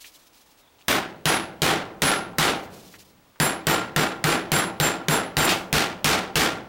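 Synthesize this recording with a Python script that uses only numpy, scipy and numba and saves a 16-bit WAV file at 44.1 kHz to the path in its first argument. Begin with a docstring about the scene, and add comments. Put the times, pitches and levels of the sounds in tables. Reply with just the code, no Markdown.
"""In a hard-walled workshop a hammer peens a steel rivet on a bench anvil: five blows, a pause, eleven quicker ones.
Each blow mixes a noisy crack, fading tones for steel and bench, and fading noise for clatter and room.
Before the first blow and in the pause the work slides (noise); it also knocks, squeaks and creaks.
Soft hush and a thin electrical whine lie underneath.
A limiter turns loud moments down, and the crack that slips past it is clipped."""
import sys
import numpy as np
from scipy import signal
from scipy.fft import rfft, irfft, next_fast_len
from scipy.io import wavfile
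from scipy.ndimage import map_coordinates
from numba import njit

SR = 44100
rng = np.random.default_rng(int(sys.argv[2]) if len(sys.argv) > 2 else 0)


def int16_out(signal):
    """Quantize to a 16-bit WAV file."""
    q = np.round(np.clip(np.atleast_2d(signal).T, -1, 1) * 32767)
    wavfile.write(sys.argv[1], SR, q.astype(np.int16))


N = 294588

AGE = np.arange(SR) / SR  # seconds since a sound began; a single sound lasts at most one second


def amp(db):
    """Turn decibels into a plain multiplying factor."""
    return 10 ** (np.asarray(db) / 20)


def unit(x):
    """Scale a sound to an average (rms) level of 1."""
    return x / np.sqrt(np.mean(x ** 2) + 1e-20)


def along(points, hz):
    """Read a curve of (Hz, value) points, joined by straight lines on a log pitch axis."""
    point_hz, values = np.transpose(points)
    return np.interp(np.log(hz + 1), np.log(point_hz + 1), values)


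def wobble(rate, t):
    """A smooth random curve over the times t, with rate random points a second."""
    knots = rng.standard_normal(int(t[-1] * rate) + 4)
    return map_coordinates(knots, [t * rate], order=2)


def add(track, s, sound):
    """Mix a sound into the track at s seconds, cutting what runs past the end."""
    start = max(round(s * SR), 0)
    track[start:start + len(sound)] += sound[:N - start]


def noise(spectrum, size):
    """Random hiss, coloured by a curve of (Hz, dB) points and scaled to rms 1."""
    m = next_fast_len(size)
    white = rfft(rng.standard_normal(m))
    colour = amp(along(spectrum, np.fft.rfftfreq(m, 1 / SR)))
    return unit(irfft(white * colour, m)[:size])


def dying(spectrum, t60, bright_db):
    """Noise in which each pitch dies at its own speed; bright_db lifts (or lowers) the treble."""
    hz, t, z = signal.stft(noise(spectrum, SR), SR, nperseg=256)
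    treble_db = bright_db * along([(1000, 0), (6000, 0.91)], hz)[:, None]
    decay_db = -60 * t / along(t60, hz)[:, None]
    return signal.istft(z * amp(treble_db + decay_db), SR, nperseg=256)[1][:SR]


def burst(centre_hz, t60, slope_db):
    """Dying noise around one pitch, falling slope_db per octave on both sides."""
    hump = [(centre_hz * 2. ** k, -slope_db * abs(k)) for k in range(-4, 4)]
    return noise(hump, SR) * amp(-60 * AGE / t60)


def swell(direct, seconds):
    """The direct share of a sound comes at once; reflections pile up on it."""
    return 1 - (1 - min(direct, 1)) * np.exp(-AGE / seconds)


def ring(modes, strengths_db, waver, waver_rate):
    """Struck objects sound as dying tones; reflections make the size and phase of each one waver."""
    out = np.zeros(SR)
    coarse = AGE[::63]  # the waver is slow, so few points are enough
    for (hz, db, t60), extra_db in zip(modes, strengths_db):
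        steady = np.exp(2j * np.pi * rng.random())
        stray = wobble(waver_rate, coarse) + 1j * wobble(waver_rate, coarse)
        swirl = (steady + waver * stray) / np.sqrt(.5 + waver ** 2)
        size = swirl * amp(db + extra_db - 60 * coarse / t60)
        out += np.real(np.interp(AGE, coarse, size) * np.exp(2j * np.pi * hz * AGE))
    return out


def background():
    """Room hush is coloured noise; a thin electrical whine is a high tone with an unsteady phase."""
    # colour of the hush: (f/Hz, level per Hz/dB)
    hush_colour = [(15, -34), (25, 2), (191, -3.5), (301, 3), (354, -3), (856, -1.5), (1760, -7.5),
                   (3440, -10), (6720, -15.5), (15000, -21)]
    time = np.arange(N) / SR
    whine = np.sin(2 * np.pi * 15735 * time + .8 * wobble(90, time))
    return amp(-59.5) * noise(hush_colour, N) + amp(-67) * whine


def knocks():
    """The work knocks on the anvil: each knock is a short burst of noise around one pitch."""
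    # the knocks: (t/s, level/dB, centre f/Hz, time to fall 60 dB/s, fall on both sides/dB per octave)
    knock_list = [(.044, -42, 2500, .11, 16), (2.939, -42, 1800, .1, 12), (3.359, -49, 1400, .06, 12),
                  (5.445, -21, 8000, .04, 10), (5.451, -15, 10000, .05, 10), (5.491, -16, 2600, .28, 8.5)]
    out = np.zeros(N)
    for s, db, hz, t60, slope_db in knock_list:
        add(out, s, amp(db) * burst(hz, t60, slope_db))
    return out


def slides():
    """Glove and work slide on the anvil: rubbing noise that takes hold, holds and lets go."""
    # the slides: (start t/s, length/s, level/dB)
    slide_list = [(0, 0.03, -47), (0.043, 0.041, -48.5), (0.115, 0.049, -51.5), (0.181, 0.1, -59),
                  (0.326, 0.091, -55.5), (0.456, 0.073, -59), (0.571, 0.023, -55), (.795, 0.018, -61),
                  (2.55, 0.11, -53), (2.698, 0.12, -52), (2.823, 0.14, -52.5), (2.983, 0.023, -46.5),
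                  (3.039, 0.067, -59.5)]
    # colour of the rubbing: (f/Hz, level per Hz/dB)
    slide_colour = [(500, -41), (1500, -8), (2400, 2.5), (4000, 5.5), (6000, 4), (9000, -1), (15000, -1)]
    attack_s, release_s = 0.0067, 0.017
    out = np.zeros(N)
    for s, length, db in slide_list:
        letting_go = np.exp(-np.maximum(AGE - length, 0) / release_s)
        stroke = swell(0, attack_s) * letting_go
        uneven = amp(db + 2.4 * wobble(66, AGE))
        add(out, s, uneven * stroke * noise(slide_colour, SR))
    return out


def squeak():
    """Steel squeaks on steel: a note sinks to a nearly steady pitch as it swells, then fades."""
    start_hz, end_hz, glide_s = 4600, 3450, .013
    pitch = end_hz + (start_hz - end_hz) * np.exp(-AGE / glide_s)
    slips = 1 + .045 * wobble(900, AGE)  # uneven slips blur the note
    level = amp(-53 - 60 * AGE / .36 + 6.4 * wobble(120, AGE)) * swell(0, .03)
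    out = np.zeros(N)
    add(out, .612, level * np.sin(2 * np.pi * np.cumsum(pitch * slips) / SR))
    return out


def creak():
    """Pressed down before the first blow, the work sticks and slips in a row of growing clicks."""
    start_s, length_s, slips_per_s = .786, .04, 210
    first_db, rise_db = -52, 9  # the rise is spread over the whole length
    out = np.zeros(N)
    for age in np.arange(0, length_s, 1 / slips_per_s):
        click_db = first_db + rise_db * age / length_s
        add(out, start_s + age, amp(click_db) * burst(3200, t60=.006, slope_db=13))
    return out


def seat(s):
    """How the work sits on the anvil at time s decides the colour of a blow."""
    # loose, bedded by the first blow, reset in the pause, knocked askew:
    # (from t/s, brightness/dB, bench thump/dB, deep thud/dB, lowest steel ring/dB)
    seat_list = [(0, 0.5, -15.5, 6, -32), (1.1, 1, -2.5, 5, -5.5), (3.1, -2.5, 0, 5, -3.5),
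                 (5.6, 4.5, -2.5, 10, -5)]
    return [row[1:] for row in seat_list if row[0] <= s][-1]


def room():
    """The far room answers with noise that builds up quickly and dies away, treble first."""
    # colour of the room: (f/Hz, level per Hz/dB)
    room_colour = [(30, -17), (110, -1.5), (170, -2.5), (400, -0.5), (800, 5.5), (1500, 0), (3000, -5),
                   (7000, -17), (15000, -41)]
    # how long the room sounds: (f/Hz, time to fall 60 dB/s)
    room_t60 = [(100, 1.9), (300, 1.57), (800, 0.85), (2000, 0.71), (10000, 0.43)]
    return amp(-23.0) * dying(room_colour, room_t60, 0) * swell(0, 0.0085)


def standing_wave():
    """Sound caught between the walls hums on at one low pitch after a blow."""
    # the hum: (f/Hz, level/dB, time to fall 60 dB/s)
    hum_mode = [(187, -37, 1.3)]
    return ring(hum_mode, [0], waver=.5, waver_rate=20) * swell(0, .03)


def clatter(bright_db):
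    """Bench and near walls clatter: lumpy noise in which each pitch dies at its own speed."""
    # colour of the clatter: (f/Hz, level per Hz/dB)
    clatter_colour = [(25, -24), (100, -5.5), (200, 1), (350, 2), (560, -1), (780, 2.5), (950, 0),
                      (1500, 2.5), (2300, -1), (3600, -2.5), (6500, -9), (10000, -13), (15500, -19)]
    # how long it sounds: (f/Hz, time to fall 60 dB/s)
    clatter_t60 = [(80, 0.28), (300, 0.48), (1000, 0.39), (3000, 0.34), (7000, 0.28), (14000, 0.24)]
    # single strong reflections and rattles stand out of the clatter
    lumps = amp(2.2 * wobble(260, AGE))
    return amp(-3.5) * dying(clatter_colour, clatter_t60, bright_db) * swell(0.46, 0.047) * lumps


def bench(thump_db, thud_db):
    """The struck bench sounds as dying tones of its wooden top and its deeper frame."""
    # the bench top, lowest tone first: (f/Hz, level/dB, time to fall 60 dB/s)
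    top_modes = [(152.9, -4.5, 0.14), (175.6, -31.5, 0.72), (264.3, -27.5, 0.47), (330.4, -25.5, 0.66),
                 (446, -19.5, 0.29), (784, -29.5, 0.71), (1385, -24.5, 0.54), (1513, -30, 0.33)]
    # the bench frame: (f/Hz, level/dB, time to fall 60 dB/s)
    frame_modes = [(35.8, -38, .2), (61.3, -29.5, 0.25), (99.4, -37, 0.35)]
    # the lowest tone of the top takes the weight of the blow
    thump = ring(top_modes[:1], [thump_db], waver=0.25, waver_rate=100)
    top = ring(top_modes[1:], rng.normal(0, 2, len(top_modes) - 1), waver=1.1, waver_rate=45)
    frame = ring(frame_modes, [thud_db] * len(frame_modes), waver=1.0, waver_rate=40)
    return (thump + top + frame) * swell(0, 0.0067)


def steel(steel_db, low_ring_db, sing_db):
    """The struck steel rings in four main tones and many weaker ones."""
    # the main rings, the third being the long singing one: (f/Hz, level/dB, time to fall 60 dB/s)
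    main_modes = [(7371, -13, .25), (9561, -18.5, .21), (10632, -13.5, .28), (13706, -14.5, .17)]
    # the weaker tones: (f/Hz, level/dB, time to fall 60 dB/s)
    weak_modes = [(3252, -31, .28), (3758, -29, .3), (5399, -29, .24), (5615, -29, .24), (5822, -25, .23),
                  (7020, -30, .24), (8025, -26, .23), (9598, -24, .21), (12094, -24, .2), (13335, -24, .17),
                  (13770, -20, .16)]
    # no two blows land on quite the same spot, so the strengths scatter by 1.2 dB
    ring_db = rng.normal([steel_db + low_ring_db, steel_db, sing_db, steel_db], 1.2)
    main_rings = ring(main_modes, ring_db, waver=.35, waver_rate=50)
    # a blow that wakes the main rings wakes the weaker tones too
    weak_db = rng.normal(.5 * np.mean(ring_db), 2, len(weak_modes))
    overtones = ring(weak_modes, weak_db, waver=.7, waver_rate=45)
    # the rings arrive mostly by way of the walls, so they swell before they die
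    return (main_rings + overtones) * swell(.25, .035) ** 2


def contact(clank_hz):
    """Hammer meets steel: a dull push turns into a bright, noisy clank within a millisecond."""
    push = amp(0.5) * np.sin(2 * np.pi * 600 * AGE) * amp(-60 * AGE / 0.0064)
    clank = amp(6.0) * np.sin(2 * np.pi * clank_hz * AGE) * amp(-60 * AGE / 0.0089)
    hiss = amp(6.0) * burst(3260, t60=0.0098, slope_db=6.0)
    return push + (clank + hiss) * swell(0, 0.00051)


def hammer():
    """Each blow joins the contact, ringing steel, bench and the answer of the workshop."""
    # the blows: (t/s, force/dB, clank f/Hz, steel ring/dB, its singing tone/dB)
    blow_list = [(0.8825, -5, 1920, 4, -29), (1.2558, -2.5, 3010, -4, 4.5), (1.6193, 0, 3170, -4, -6.5),
                 (2.0199, 0.5, 1910, 0.5, 5), (2.3841, 0, 1880, -2, -3.5), (3.4002, -5, 1870, 5.5, 5.5),
                 (3.6691, -3, 7900, 2, -4.5), (3.9622, -4, 1810, 0, -7.5), (4.241, -0.5, 1910, 0.5, -5.5),
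                 (4.518, -3.5, 3100, 6, 3.5), (4.8002, -3, 3810, 7, -7), (5.0841, -3.5, 1820, 2, 2.5),
                 (5.3685, 3.5, 1850, 7, -15), (5.7279, -2.5, 2370, -12, -22), (6.0442, 0, 2910, 0, -16),
                 (6.3562, -1, 2730, 2, -11)]
    # a harder blow is brighter and shakes the frame more: dB per dB of force
    bright_per_db, thud_per_db = 0.22, .7
    out = np.zeros(N)
    for s, force_db, clank_hz, steel_db, sing_db in blow_list:
        bright_db, thump_db, thud_db, low_ring_db = seat(s)
        bright_db += bright_per_db * force_db
        thud_db += thud_per_db * force_db
        struck = contact(clank_hz) + steel(steel_db, low_ring_db, sing_db) + bench(thump_db, thud_db)
        answer = clatter(bright_db) + room() + standing_wave()
        add(out, s, amp(force_db) * (struck + answer))
    return out


def scene():
    """Blows and handling of the work over the quiet of the workshop."""
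    handling = knocks() + slides() + squeak() + creak()
    return (background() + handling + hammer())[None]


@njit
def follow(size, rise, fall):
    """A level detector that rises quickly and falls slowly."""
    out, level = np.zeros(len(size)), 0.
    for i in range(len(size)):
        level += (size[i] - level) * (rise if size[i] > level else fall)
        out[i] = level
    return out


def limiter(x, threshold_db, attack, release):
    """Turn the sound down while its level is over the threshold; attack and release in seconds."""
    rise = 1 - np.exp(-1 / (attack * SR))
    fall = 1 - np.exp(-1 / (release * SR))
    level = follow(np.abs(x), rise, fall)
    return x / np.maximum(1, level / amp(threshold_db))


def record(dry):
    """Limit the sound, round off the peaks that slip past, and remove the highest treble."""
    held = limiter(dry[0], threshold_db=-14.5, attack=0.0013, release=0.016)
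    clipped = held / (1 + np.abs(held / amp(-12.6)) ** 6) ** (1 / 6)
    top_hz = 15900
    m = next_fast_len(N + SR)
    kept = np.fft.rfftfreq(m, 1 / SR) < top_hz
    return irfft(rfft(clipped, m) * kept, m)[None, :N]


dry = scene()
out = record(dry)
int16_out(out)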